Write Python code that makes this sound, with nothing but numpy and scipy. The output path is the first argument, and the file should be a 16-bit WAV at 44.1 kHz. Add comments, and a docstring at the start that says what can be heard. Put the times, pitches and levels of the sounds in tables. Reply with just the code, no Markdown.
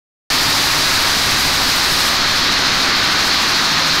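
"""A mill hall full of air-jet looms, heard from beside one that beats about 800 picks a minute. Each pick
forces the frame into harmonic vibration, knocks the reed and harness so that the hall rings briefly, and
releases a puff of turbulent air. Steel healds rattle at their resonances, and the other looms sum to a roar.
The microphone drifts along the aisle, and halfway through the treble dulls."""
import sys
import numpy as np
from scipy import signal
from scipy.fft import rfft, irfft
from scipy.io import wavfile
from scipy.ndimage import uniform_filter1d

SR = 44100
rng = np.random.default_rng(int(sys.argv[2]) if len(sys.argv) > 2 else 0)


def log_audio(samples):
    """Write samples as a 16-bit WAV file to the path given in sys.argv[1]."""
    # one column per channel
    frames = np.atleast_2d(samples).T
    # limit to full scale, then quantise
    limited = np.clip(frames, -1, 1)
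    pcm = np.round(limited * 32767).astype(np.int16)
    wavfile.write(sys.argv[1], SR, pcm)


N = 176400
TIME = np.arange(N) / SR
PICK_HZ = 13.335   # a pick is one passage of the weft


def from_db(db):
    """Amplitude ratio: tenfold for every 20 dB."""
    return 10 ** (np.asarray(db) / 20)


def rms_one(x):
    """Normalisation to unit mean power."""
    return x / np.sqrt(np.mean(x ** 2) + 1e-20)


def at_hz(points, hz):
    """Interpolation of a table on a log-frequency axis."""
    table_hz, value = np.transpose(points)
    return np.interp(np.log(hz + 1e-9), np.log(table_hz), value)


def filtered(x, gain_at):
    """Zero-phase filtering: the spectrum is multiplied by a real gain at each frequency."""
    return irfft(rfft(x) * gain_at(np.arange(N // 2 + 1) * SR / N), N)


def coloured(x, spectrum):
    """Source and filter: a white excitation takes on a spectral density given in dB per Hz."""
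    return filtered(rms_one(x), lambda hz: from_db(at_hz(spectrum, hz))) * np.sqrt(SR / 2)


def drift(corner_hz):
    """Low-passed noise: a slow random fluctuation of zero mean and unit spread."""
    return rms_one(filtered(rng.standard_normal(N), lambda hz: (hz > 0) / (1 + (hz / corner_hz) ** 2)))


def frame():
    """Periodic forcing shakes the frame at harmonics of the pick rate; standing waves vary their levels."""
    # line spectrum of the frame: harmonic, level_db
    harmonics = [(1, -1.5), (2, -0.5), (3, -1), (4, -5.5), (5, 0), (6, -5), (7, -11), (8, -0.5), (9, -14.5),
                 (10, -12), (11, -5), (12, -0.5), (13, -7), (14, -12.5), (15, -12), (16, -3.5), (17, -3.5),
                 (18, -11), (19, -5), (20, -0.5), (21, -5.5), (22, -2.5), (23, -5.5), (24, -7), (25, -5),
                 (26, -5.5), (27, -10), (28, -3), (29, -6), (30, -12)]
    # antinodes that the microphone crosses: harmonic, centre_s, half_width_s, rise_db
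    antinodes = [(5, 1.8, 1.4, 7), (8, 0.89, 0.74, 8.5), (12, 3.8, 0.33, 13.5), (16, 3.4, 0.6, 4),
                 (21, 1.15, 0.98, 1), (23, 3.1, 0.42, 10)]
    gain_db, wander_db, wander_rad, wander_hz = -41, 1.4, .4, 0.57
    out = np.zeros(N)
    for harmonic, level_db in harmonics:
        phase = 2 * np.pi * (harmonic * PICK_HZ * TIME + rng.random()) + wander_rad * drift(wander_hz)
        swell_db = wander_db * drift(wander_hz)
        for antinode_harmonic, centre_s, half_width_s, rise_db in antinodes:
            if antinode_harmonic == harmonic:
                swell_db += rise_db * np.exp(-((TIME - centre_s) / half_width_s) ** 2)
        out += from_db(gain_db + level_db) * rms_one(from_db(swell_db) * np.sin(phase))
    return out


def knocks():
    """Impact excitation: each contact of reed and harness sets off its own dense, decaying ring in the hall,
    the same at every pick."""
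    # contacts within one pick: offset_s, level_db
    contacts = [(.011, -3.5), (.025, -2), (.041, 1), (.056, -2), (.071, 0)]
    # spectrum of the ring: frequency_hz, density_db
    ring_spectrum = [(100, -74), (200, -62.5), (400, -66), (600, -63), (850, -60.5), (1220, -56.5),
                     (1800, -62), (3000, -73.5), (6000, -88), (12000, -95)]
    t60_s, spread_db, jitter_s = .04, 1.5, .00008
    picks_s, age_s = np.arange(0, N / SR, 1 / PICK_HZ), TIME[:SR // 4]
    out = np.zeros(N)
    for offset_s, level_db in contacts:
        timing, force = rng.standard_normal((len(picks_s), 2)).T
        blows_s = picks_s + offset_s + jitter_s * timing
        blows = np.zeros(N + SR)
        blows[(blows_s * SR).astype(int)] = from_db(level_db + spread_db * force)
        ring = rng.standard_normal(len(age_s)) * np.exp(-np.log(1000) * age_s / t60_s)
        out += signal.fftconvolve(blows[:N], ring)[:N]
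    return coloured(out, ring_spectrum)


def jets():
    """Turbulence in the air jets that carry the weft makes a hiss, amplitude-modulated at the pick rate."""
    # spectrum of the hiss: frequency_hz, density_db
    hiss_spectrum = [(500, -79), (1500, -66), (3000, -65), (4200, -62), (5200, -62.5), (8000, -70),
                     (10500, -71.5), (13000, -71), (15500, -78)]
    # modulation depth of the puffs: time_s, swing_db
    puff_depth = [(.3, 2), (2.0, 2.8), (2.4, 3.5), (4, 4)]
    peak_s, spread_db = 0.049, 1.0
    swing_db = np.interp(TIME, *np.transpose(puff_depth))
    puffs = from_db(swing_db * np.cos(2 * np.pi * PICK_HZ * (TIME - peak_s)))
    puffs /= np.sqrt(uniform_filter1d(puffs ** 2, int(SR / PICK_HZ)))   # same power at any depth
    puffs *= from_db(spread_db * drift(PICK_HZ))
    return coloured(puffs * rng.standard_normal(N), hiss_spectrum)


def healds():
    """Resonance: random clicks drive the modes of the healds, which rise or fade as the microphone moves."""
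    # modes of the steel healds: pitch_hz, bandwidth_hz, start_db, end_db
    modes = [(817, 15, -42, -45), (1215, 28, -42, -33.5), (1500, 95, -39, -33.5), (1633, 73, -48, -31),
             (1927, 56, -37, -37.5), (2420, 76, -43, -36), (3830, 87, -42, -34), (4020, 56, -35, -35),
             (4234, 50, -39, -28), (4400, 90, -39, -33), (4644, 120, -31, -40), (4980, 170, -29.5, -43),
             (12600, 200, -52, -54.5), (13100, 600, -48, -52)]
    clicks_per_s, spread_db = 900, 2.0
    out = np.zeros(N)
    for pitch_hz, bandwidth_hz, start_db, end_db in modes:
        clicks = (rng.random(N) < clicks_per_s / SR) * rng.choice([-1, 1], N)
        clicks = clicks * from_db(spread_db * rng.standard_normal(N))
        pole_radius = np.exp(-np.pi * bandwidth_hz / SR)
        feedback = [1, -2 * pole_radius * np.cos(2 * np.pi * pitch_hz / SR), pole_radius ** 2]
        ring = signal.lfilter([1, 0, -1], feedback, clicks + 1e-18)
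        out += from_db(np.linspace(start_db, end_db, N)) * rms_one(ring)
    return out


def far_looms():
    """Incoherent summation: the other looms merge into a noise whose octaves flicker independently."""
    # spectrum of the roar: frequency_hz, density_db
    roar_spectrum = [(14, -50.5), (25, -64), (50, -65), (100, -55.5), (170, -56), (280, -55.5), (450, -59),
                     (650, -57), (900, -53.4), (1250, -51), (1800, -51.5), (2400, -53), (2950, -55),
                     (3400, -53), (3850, -50), (4250, -49.5), (4950, -51.7), (5400, -54), (6500, -59.5),
                     (8000, -65.5), (10500, -69.5), (12900, -70), (14300, -72.5), (15500, -79)]
    # unsteadiness of the roar: frequency_hz, spread_db
    flicker_depth = [(100, 2.5), (300, 1.4), (1000, 0.86), (4000, 0.42), (10000, .6)]
    gain_db, flicker_hz = -1.16, 9.4
    edges_hz = np.append(0, np.geomspace(SR / 256, SR / 2, 8))
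    white, out = rng.standard_normal(N), np.zeros(N)
    for low, high in zip(edges_hz, edges_hz[1:]):
        flicker_db = at_hz(flicker_depth, (low + high) / 2) * drift(flicker_hz)
        out += filtered(white, lambda hz: (hz > low) & (hz <= high)) * from_db(flicker_db)
    return from_db(gain_db) * coloured(out, roar_spectrum)


def microphone_drift(sound):
    """Time-varying filtering: the balance of three bands shifts over time; treble and bass change as the
    microphone moves, and the midrange rises slightly after the treble dulls."""
    # course of each band: time_s, gain_db
    treble = [(0.36, 0.5), (1.72, -0.5), (2.085, 1), (2.12, -3), (2.2, -6.6), (2.38, -5.6), (2.5, -7.3),
              (2.74, -7.2), (2.82, -5.5), (2.91, -8.5), (3.0, -6.8), (3.14, -7.5), (3.26, -3.8),
              (3.36, -7.1), (3.45, -5.3), (3.58, -7), (3.66, -4.8), (3.8, -9), (3.9, -5.3)]
    midrange = [(.3, -0.055), (1, -0.29), (2.4, 0), (2.7, 0.81), (3.2, 1.0), (3.7, -.4), (4, 0.53)]
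    bass = [(.3, 0), (1.3, 1.7), (2, -0.5), (2.8, 0.5), (3.3, -4), (4, -4)]
    # part of the sound that each band takes in: frequency_hz, share
    treble_band = [(4300, 0), (5000, 0.19), (6300, 0.26), (8000, 0.9), (10000, 0.99)]
    midrange_band = [(800, 0.16), (1300, 1), (2000, 0.54), (4200, 0.53), (5000, 0)]
    bass_band = [(130, 0.75), (220, 0.02)]
    for course, band in ((treble, treble_band), (midrange, midrange_band), (bass, bass_band)):
        gain = from_db(np.interp(TIME, *np.transpose(course)))
        sound = sound + (gain - 1) * filtered(sound, lambda hz: at_hz(band, hz))
    return sound


def scene():
    """Superposition of the near loom and the far ones at one microphone, alike in both channels."""
    mix = microphone_drift(frame() + knocks() + jets() + healds() + far_looms())
    return np.array([mix, mix])


def record(dry):
    """Compression partly evens the level and saturation rounds peaks; the sound cuts in, low-passed."""
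    window_s, target_db, strength = 0.016, -14.5, 0.28
    ceiling, start_s, cutoff_hz = 0.94, 0.3017, 15700
    level = np.sqrt(uniform_filter1d(dry[0] ** 2, int(window_s * SR)))
    compressed = dry * (from_db(target_db) / level) ** strength
    rounded = ceiling * np.tanh(compressed / ceiling)
    low_pass = signal.ellip(12, .1, 80, cutoff_hz, fs=SR, output="sos")
    return signal.sosfilt(low_pass, rounded * (TIME >= start_s))


dry = scene()
out = record(dry)
log_audio(out)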